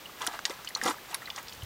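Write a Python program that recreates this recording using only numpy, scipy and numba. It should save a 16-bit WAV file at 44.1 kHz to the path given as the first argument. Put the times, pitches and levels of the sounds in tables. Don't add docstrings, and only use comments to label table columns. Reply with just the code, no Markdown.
import sys
import numpy as np
from scipy import signal
from scipy.fft import rfft, irfft
from scipy.io import wavfile
from numba import njit

SR = 44100
rng = np.random.default_rng(int(sys.argv[2]) if len(sys.argv) > 2 else 0)


def wav_record(signal):
    frames = np.transpose(np.atleast_2d(signal))
    bounded = np.clip(frames, -1, 1)
    quanta = np.round(bounded * 32767).astype(np.int16)
    wavfile.write(sys.argv[1], SR, quanta)


def amplitude_ratio(level_db):
    exponent = np.asarray(level_db, float) / 20
    return 10 ** exponent


N = 72765

# (time [s], level [dB], pitch [Hz], ring T60 [s])
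BUBBLE_EVENTS = [(.057, -36, 2910, 0.034), (0.212, -29.5, 990, 0.015), (.2745, -24, 3320, 0.01),
                 (0.274, -21.5, 5900, 0.0062), (.391, -23.5, 1380, 0.0084), (.507, -33, 3440, 0.01),
                 (0.59, -41, 1360, 0.036), (.647, -34.5, 1340, 0.011), (0.674, -28.5, 3036, 0.021),
                 (0.676, -33.5, 4380, 0.017), (0.686, -37, 2100, .012), (0.706, -37.5, 1920, 0.024),
                 (0.751, -26.5, 6010, 0.032), (.750, -23.5, 4150, 0.014), (0.751, -25, 4380, .022),
                 (.750, -33, 6800, 0.013), (.777, -41, 3900, 0.017), (0.7603, -31, 1170, 0.02),
                 (.761, -38, 910, .02), (.855, -34, 4740, .01), (0.8146, -22.5, 1860, 0.028),
                 (0.878, -25, 3320, 0.02), (0.984, -39.5, 1730, 0.025), (1.131, -37, 2740, 0.022),
                 (1.220, -39.5, 1886, 0.064), (1.2571, -35, 4070, 0.029), (1.275, -33.5, 2030, 0.0323),
                 (1.283, -34, 1330, 0.011), (1.3023, -31, 3520, 0.021), (1.378, -30, 1090, 0.02),
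                 (1.524, -36.5, 3070, 0.018), (1.526, -40, 4570, 0.015), (1.622, -38, 3140, .025)]
# (time [s], level [dB], pitch
# [Hz])
GULP_EVENTS = [(0.217, -28, 1070), (0.219, -21.5, 3330), (0.2234, -30, 950), (0.23, -31, 1090),
               (0.272, -29, 1200), (.2115, -27, 900), (.454, -27, 3500), (.4545, -29, 2700),
               (1.146, -27, 4700), (.838, -29, 6700), (.222, -33, 5800), (.2255, -31, 1500),
               (.233, -34, 800), (.282, -33, 900), (.479, -36, 880), (.511, -34, 1150), (.836, -32, 1000),
               (.866, -25, 1050), (.884, -23, 1050), (.897, -25, 1150), (.900, -28, 800), (.912, -26, 1000),
               (1.312, -38, 850), (1.2585, -35, 4400), (.064, -38, 3150), (.05, -42, 2500),
               (1.363, -32, 6300), (1.626, -40, 3800), (1.05, -40, 2100), (0.225, -32, 1220),
               (0.288, -35, 1030), (0.343, -39.5, 1070), (0.496, -29, 1110), (0.8594, -26.5, 1160),
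               (0.862, -21.5, 1380), (0.867, -20.5, 1250), (.877, -28, 990), (0.8807, -16, 1183),
               (0.889, -21.5, 990), (.893, -24, 1310), (.904, -23.5, 1340), (.9085, -19.5, 1200),
               (.943, -33, 1180), (0.967, -39, 900), (0.095, -36, 1140), (1.128, -33, 907),
               (1.14, -33.5, 1000), (1.228, -34, 1340), (1.294, -36, 1170), (1.384, -31, 2840),
               (1.388, -28, 6500), (1.272, -35, 4040)]
# (start [s], rise [s], fall [s], level [dB], spray relative to churn [dB])
SURGE_EVENTS = [(.185, 0.047, 0.06, -35, 2), (.27, 0.0096, 0.046, -31, -10), (.30, 0.042, 0.063, -34.5, -4),
                (.452, .008, 0.04, -41, 7), (.494, 0.011, 0.071, -36.5, 0.5),
                (0.754, .01, 0.071, -36, -6.5), (.82, 0.045, 0.039, -28.5, 3.5),
                (.865, .02, 0.04, -29.5, 4), (.885, 0.026, 0.042, -30.5, -1), (.93, .04, 0.075, -47, -19),
                (.55, 0.042, 0.064, -45, -6), (1.06, 0.055, 0.035, -44.5, 4), (1.12, 0.023, 0.039, -35, -3),
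                (1.21, 0.013, 0.021, -44.5, 0), (1.345, 0.04, .035, -38.5, -0.5)]
# (time [s], level [dB], centre [Hz], scatter [s])
SLAP_EVENTS = [(0.2667, -10, 9360, .003), (.271, -17, 7000, 0.0043), (.391, -24.5, 4040, 0.0025),
               (0.4532, -9.5, 3500, 0.0096), (0.4536, -11, 5900, 0.0036), (0.497, -24, 6100, 0.004),
               (0.647, -26.5, 5900, 0.0078), (0.689, -20.5, 6900, 0.0075), (.8145, -22, 4800, 0.003),
               (.8365, -13.5, 7100, 0.0075), (.771, -23, 6040, .003), (.218, -22, 5750, 0.0093),
               (.864, -21, 4400, 0.009), (.8765, -18.5, 6000, 0.00296), (.883, -20, 5540, .008),
               (.899, -17.5, 6060, 0.0089), (1.378, -21.5, 1760, 0.011), (1.145, -11, 10000, 0.0025),
               (1.145, -12, 4600, 0.004), (1.146, -21.5, 1540, 0.0065), (0.2658, -19, 1570, 0.0026),
               (0.2729, -16.5, 5200, 0.0041), (.4535, -18, 1750, 0.009), (0.268, -34, 8000, 0.0037),
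               (1.3023, -20.5, 3840, 0.0036), (1.361, -20, 5050, 0.0054), (1.429, -25, 12600, 0.0022),
               (1.472, -30, 3000, .004), (1.483, -24, 5200, 0.0062), (1.495, -27, 4800, 0.0041),
               (1.533, -29, 6640, 0.0031), (1.548, -29, 6500, 0.0049), (1.633, -24.5, 8600, 0.0039)]
# (time [s], level [dB], loudest mode [Hz], T60 [s])
BUMP_EVENTS = [(.209, -40, 440, 0.033), (.221, -39, 410, 0.027), (0.238, -42, 380, .03),
               (0.2759, -32, 295, .022), (.33, -47, 300, .03), (.344, -44, 480, .025),
               (0.4983, -26, 383, .018), (.506, -35, 557, .03), (.513, -41, 420, .02),
               (.762, -39.5, 487, 0.026), (.826, -34, 490, 0.03), (0.827, -38, 235, 0.054),
               (.847, -29, 176, 0.017), (0.854, -24, 320, 0.023), (.858, -24, 482, .035),
               (.857, -27, 767, 0.057), (0.864, -34, 194, 0.031), (.875, -26.5, 329, .03),
               (.882, -29, 494, 0.029), (.892, -25, 307, .035), (.908, -35, 480, 0.021),
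               (0.912, -39, 325, 0.024), (1.382, -41, 588, 0.013)]
# (frequency [Hz], level [dB], T60 [s])
WALL_MODES = [(167, -11, 0.032), (240, 0, 0.033), (330, 4.5, 0.042), (370, -21, 0.23), (470, 11, 0.056),
              (775, 1.5, 0.045)]
# (time [s], level [dB])
WIND_GUSTS = [
    (1.22, -88),
    (1.3, -71),
    (1.4, -93),
    (1.46, -58),
    (1.502, -71),
    (1.585, -56),
    (1.65, -70),
]
# (time [s], level [dB], pitch [Hz], T60 [s])
WIND_PUFF = (1.627, -27, 95, .042)
# (frequency [Hz], density [dB per Hz])
YARD_SPECTRUM = [(71, -60), (120, -1.5), (684, 0), (1120, -0.5), (3450, -4.5), (11100, -16), (14700, -9),
                 (16000, -16)]
# (frequency [Hz], level [dB])
WHINE_TONES = [(15122, -83), (15149, -72)]

CHURN_HZ, CHURN_OCTAVES, CHURN_CYCLES = 1164, 0.45, 14.3
SPRAY_HZ, SPRAY_OCTAVES, SPRAY_CYCLES = 5200, 1.067, 7.8
CLUMP_S = 0.0021
GULP_CYCLES, SLAP_CYCLES = 13.1, 7.2
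GRAIN_SIZE_DB = 5.5
ECHO_DB, ECHO_T60_S = -4, 0.013
TAIL_DB, TAIL_T60_S = -13, 0.1


@njit
def ring(n, at, hz, t60, size, glide, rise, hold, sr):
    y = np.zeros(n)
    for k in range(len(at)):
        start = int(at[k] * sr)
        length = int(t60[k] * sr) + 2
        step = 2 * np.pi * hz[k] / sr
        phase = 0.
        for j in range(max(start, 0), min(start + length, n)):
            u = (j - start) / length
            fade = np.exp(-6.9 * u * (1 - hold + hold * u))
            y[j] += size[k] * np.sin(phase) * min(phase / rise, 1.) * fade
            phase += step * (1 + glide * u)
    return y


def grains(at, hz, t60, size, glide, rise_cycles=0.93, hold=0.):
    rise = 2 * np.pi * max(rise_cycles, .05)
    hold = float(np.clip(hold, 0, 1))
    hz = np.clip(hz, 60., .4 * SR)
    return ring(N, 1. * at, hz, 1. * t60, 1. * size, float(glide), rise, hold, float(SR))


def swarm(at, db, hz, octaves, cycles, rise_cycles=0.51):
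    f = hz * 2 ** (octaves * np.clip(rng.standard_normal(len(at)), -2, 2))
    spread = np.minimum(rng.exponential(size=len(at)), 2.5) - 2
    size = amplitude_ratio(db + GRAIN_SIZE_DB * spread) * rng.choice([-1, 1], len(at))
    return grains(at, f, cycles / f, size, 0.25, rise_cycles)


def band(x, lo_hz, hi_hz):
    sos = signal.butter(2, [lo_hz, min(hi_hz, .48 * SR)], "band", fs=SR, output="sos")
    return signal.sosfilt(sos, x)


def bubbles(count=4):
    t, db, hz, t60 = np.array(BUBBLE_EVENTS).T
    out = grains(t, hz, 0.5 * t60, amplitude_ratio(db + 2.5), -0.058, 0.48, 0.65)
    scatter = np.clip(rng.standard_normal((2, count, len(t))), -1.6, 1.6)
    for late, detune in zip(*scatter):
        at = t + .15 * t60 * abs(late)
        out = out + grains(at, hz * (1 + .12 * detune), .3 * t60, amplitude_ratio(db - 10), -.1, .7, .5)
    return out


def gulps():
    t, db, hz = np.array(GULP_EVENTS).T
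    return grains(t, hz, GULP_CYCLES / hz, amplitude_ratio(db), 0.034, 1.0, 0.58)


def surges(count=160, clumps=24):
    out = 0
    for t, rise, fall, db, spray_db in SURGE_EVENTS:
        length = rise + fall

        def swell_db(u):
            return np.where(u < rise, -14 * (1 - u / rise), -22 * (u - rise) / fall)

        db = db + 10 * np.log10(length / 0.075)
        u = rng.random(count) * length
        out = out + swarm(t + u, db + swell_db(u), CHURN_HZ, CHURN_OCTAVES, CHURN_CYCLES)
        u = rng.random(2 * count) * length
        level = db + spray_db + 2.5 + swell_db(u)
        out = out + swarm(t + u, level, SPRAY_HZ, SPRAY_OCTAVES, SPRAY_CYCLES)
        at, tone, lift = (np.repeat(c, 10) for c in rng.random((3, clumps)))
        u = at * length + CLUMP_S * rng.random(len(at))
        level = db + spray_db + 9 * (lift - .3) + swell_db(u)
        out = out + swarm(t + u, level, SPRAY_HZ * 2 ** (2.37 * (tone - .55)), 0.22, 6.4)
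    return out


def slaps(count=24):
    out = 0
    for t, db, hz, scatter in SLAP_EVENTS:
        late = rng.random(count) ** 1.5
        splash = swarm(t + scatter * late, db - 7.0 - 12 * late, hz, 0.51, SLAP_CYCLES, 0.37)
        crack_db = db + 2 + min(db + 15, 0)
        crack = grains(np.array([t]), np.array([hz]), np.array([4. / hz]), amplitude_ratio(np.array([crack_db])), 0, .3)
        out = out + band(splash + crack, hz / 1.8, hz * 1.8)
    return out


def bumps():
    t, hit_db, lead_hz, lead_t60 = np.array(BUMP_EVENTS).T
    out = grains(t, lead_hz, lead_t60, amplitude_ratio(hit_db), 0, 0.9, 0.86)
    scatter = rng.standard_normal((2, len(WALL_MODES), len(t)))
    for (hz, db, t60), tune, late in zip(WALL_MODES, *scatter):
        at = t + .0015 * abs(late)
        out = out + grains(at, hz * (1 + .04 * tune), t60 + 0 * t, amplitude_ratio(db + hit_db - 18), 0, .5)
    return out


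def trickle(count=500):
    return swarm(rng.random(count) * N / SR, -51.5, 2110, 0.95, 13.3)


def tub(x, echo_db=0):
    t = np.arange(SR // 6) / SR
    sparse = rng.random(len(t)) < .03
    taps = rng.standard_normal(len(t)) * sparse * amplitude_ratio(-60 * t / ECHO_T60_S) * (t > .0007)
    tail = rng.standard_normal(len(t)) * amplitude_ratio(-60 * t / TAIL_T60_S) * (t > .002)
    ir = amplitude_ratio(ECHO_DB) * taps / np.linalg.norm(taps) + amplitude_ratio(TAIL_DB) * tail / np.linalg.norm(tail)
    return x + amplitude_ratio(echo_db) * signal.fftconvolve(x, ir)[:N]


def colour(points):
    f = np.arange(N // 2 + 1) * SR / N + 1
    hz, db = np.array(points).T
    spectrum = rfft(rng.standard_normal(N)) * amplitude_ratio(np.interp(np.log(f), np.log(hz), db))
    x = irfft(spectrum, N)
    return x / x.std()


def wind():
    gust_t, gust_db = np.array(WIND_GUSTS).T
    gust = amplitude_ratio(-66.5) + amplitude_ratio(np.interp(np.arange(N) / SR, gust_t, gust_db))
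    rumble = colour([(15, -9), (45, -0.5), (110, 1.5), (200, -20), (500, -63), (20000, -90)])
    at, db, hz, t60 = np.array([WIND_PUFF]).T
    return gust * rumble - grains(at, hz, t60, amplitude_ratio(db), 0, 1., .9)


def yard():
    return amplitude_ratio(-48) * colour(YARD_SPECTRUM)


def whine():
    t = np.arange(N) / SR
    return sum(amplitude_ratio(db + 4.0) * np.sin(2 * np.pi * hz * t) for hz, db in WHINE_TONES)


def scene():
    water = tub(bubbles(), -8) + tub(gulps(), -9)
    water = water + band(tub(surges()), 380, 18000)
    water = water + amplitude_ratio(3) * tub(slaps(), -2)
    water = water + tub(trickle())
    wall = amplitude_ratio(-3) * tub(bumps(), -10)
    air = wind() + yard() + whine()
    return (band(water, 534.0, 15500.0) + band(wall, 97.0, 4200.0) + air)[None]


def band_limit(x):
    return signal.sosfilt(signal.butter(12, 16850, fs=SR, output="sos"), x)


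def record(dry):
    low_pass = signal.ellip(10, .3, 60, 15900, fs=SR, output="sos")
    mix = signal.sosfilt(low_pass, dry)
    return band_limit(mix)


dry = scene()
out = record(dry)
wav_record(out)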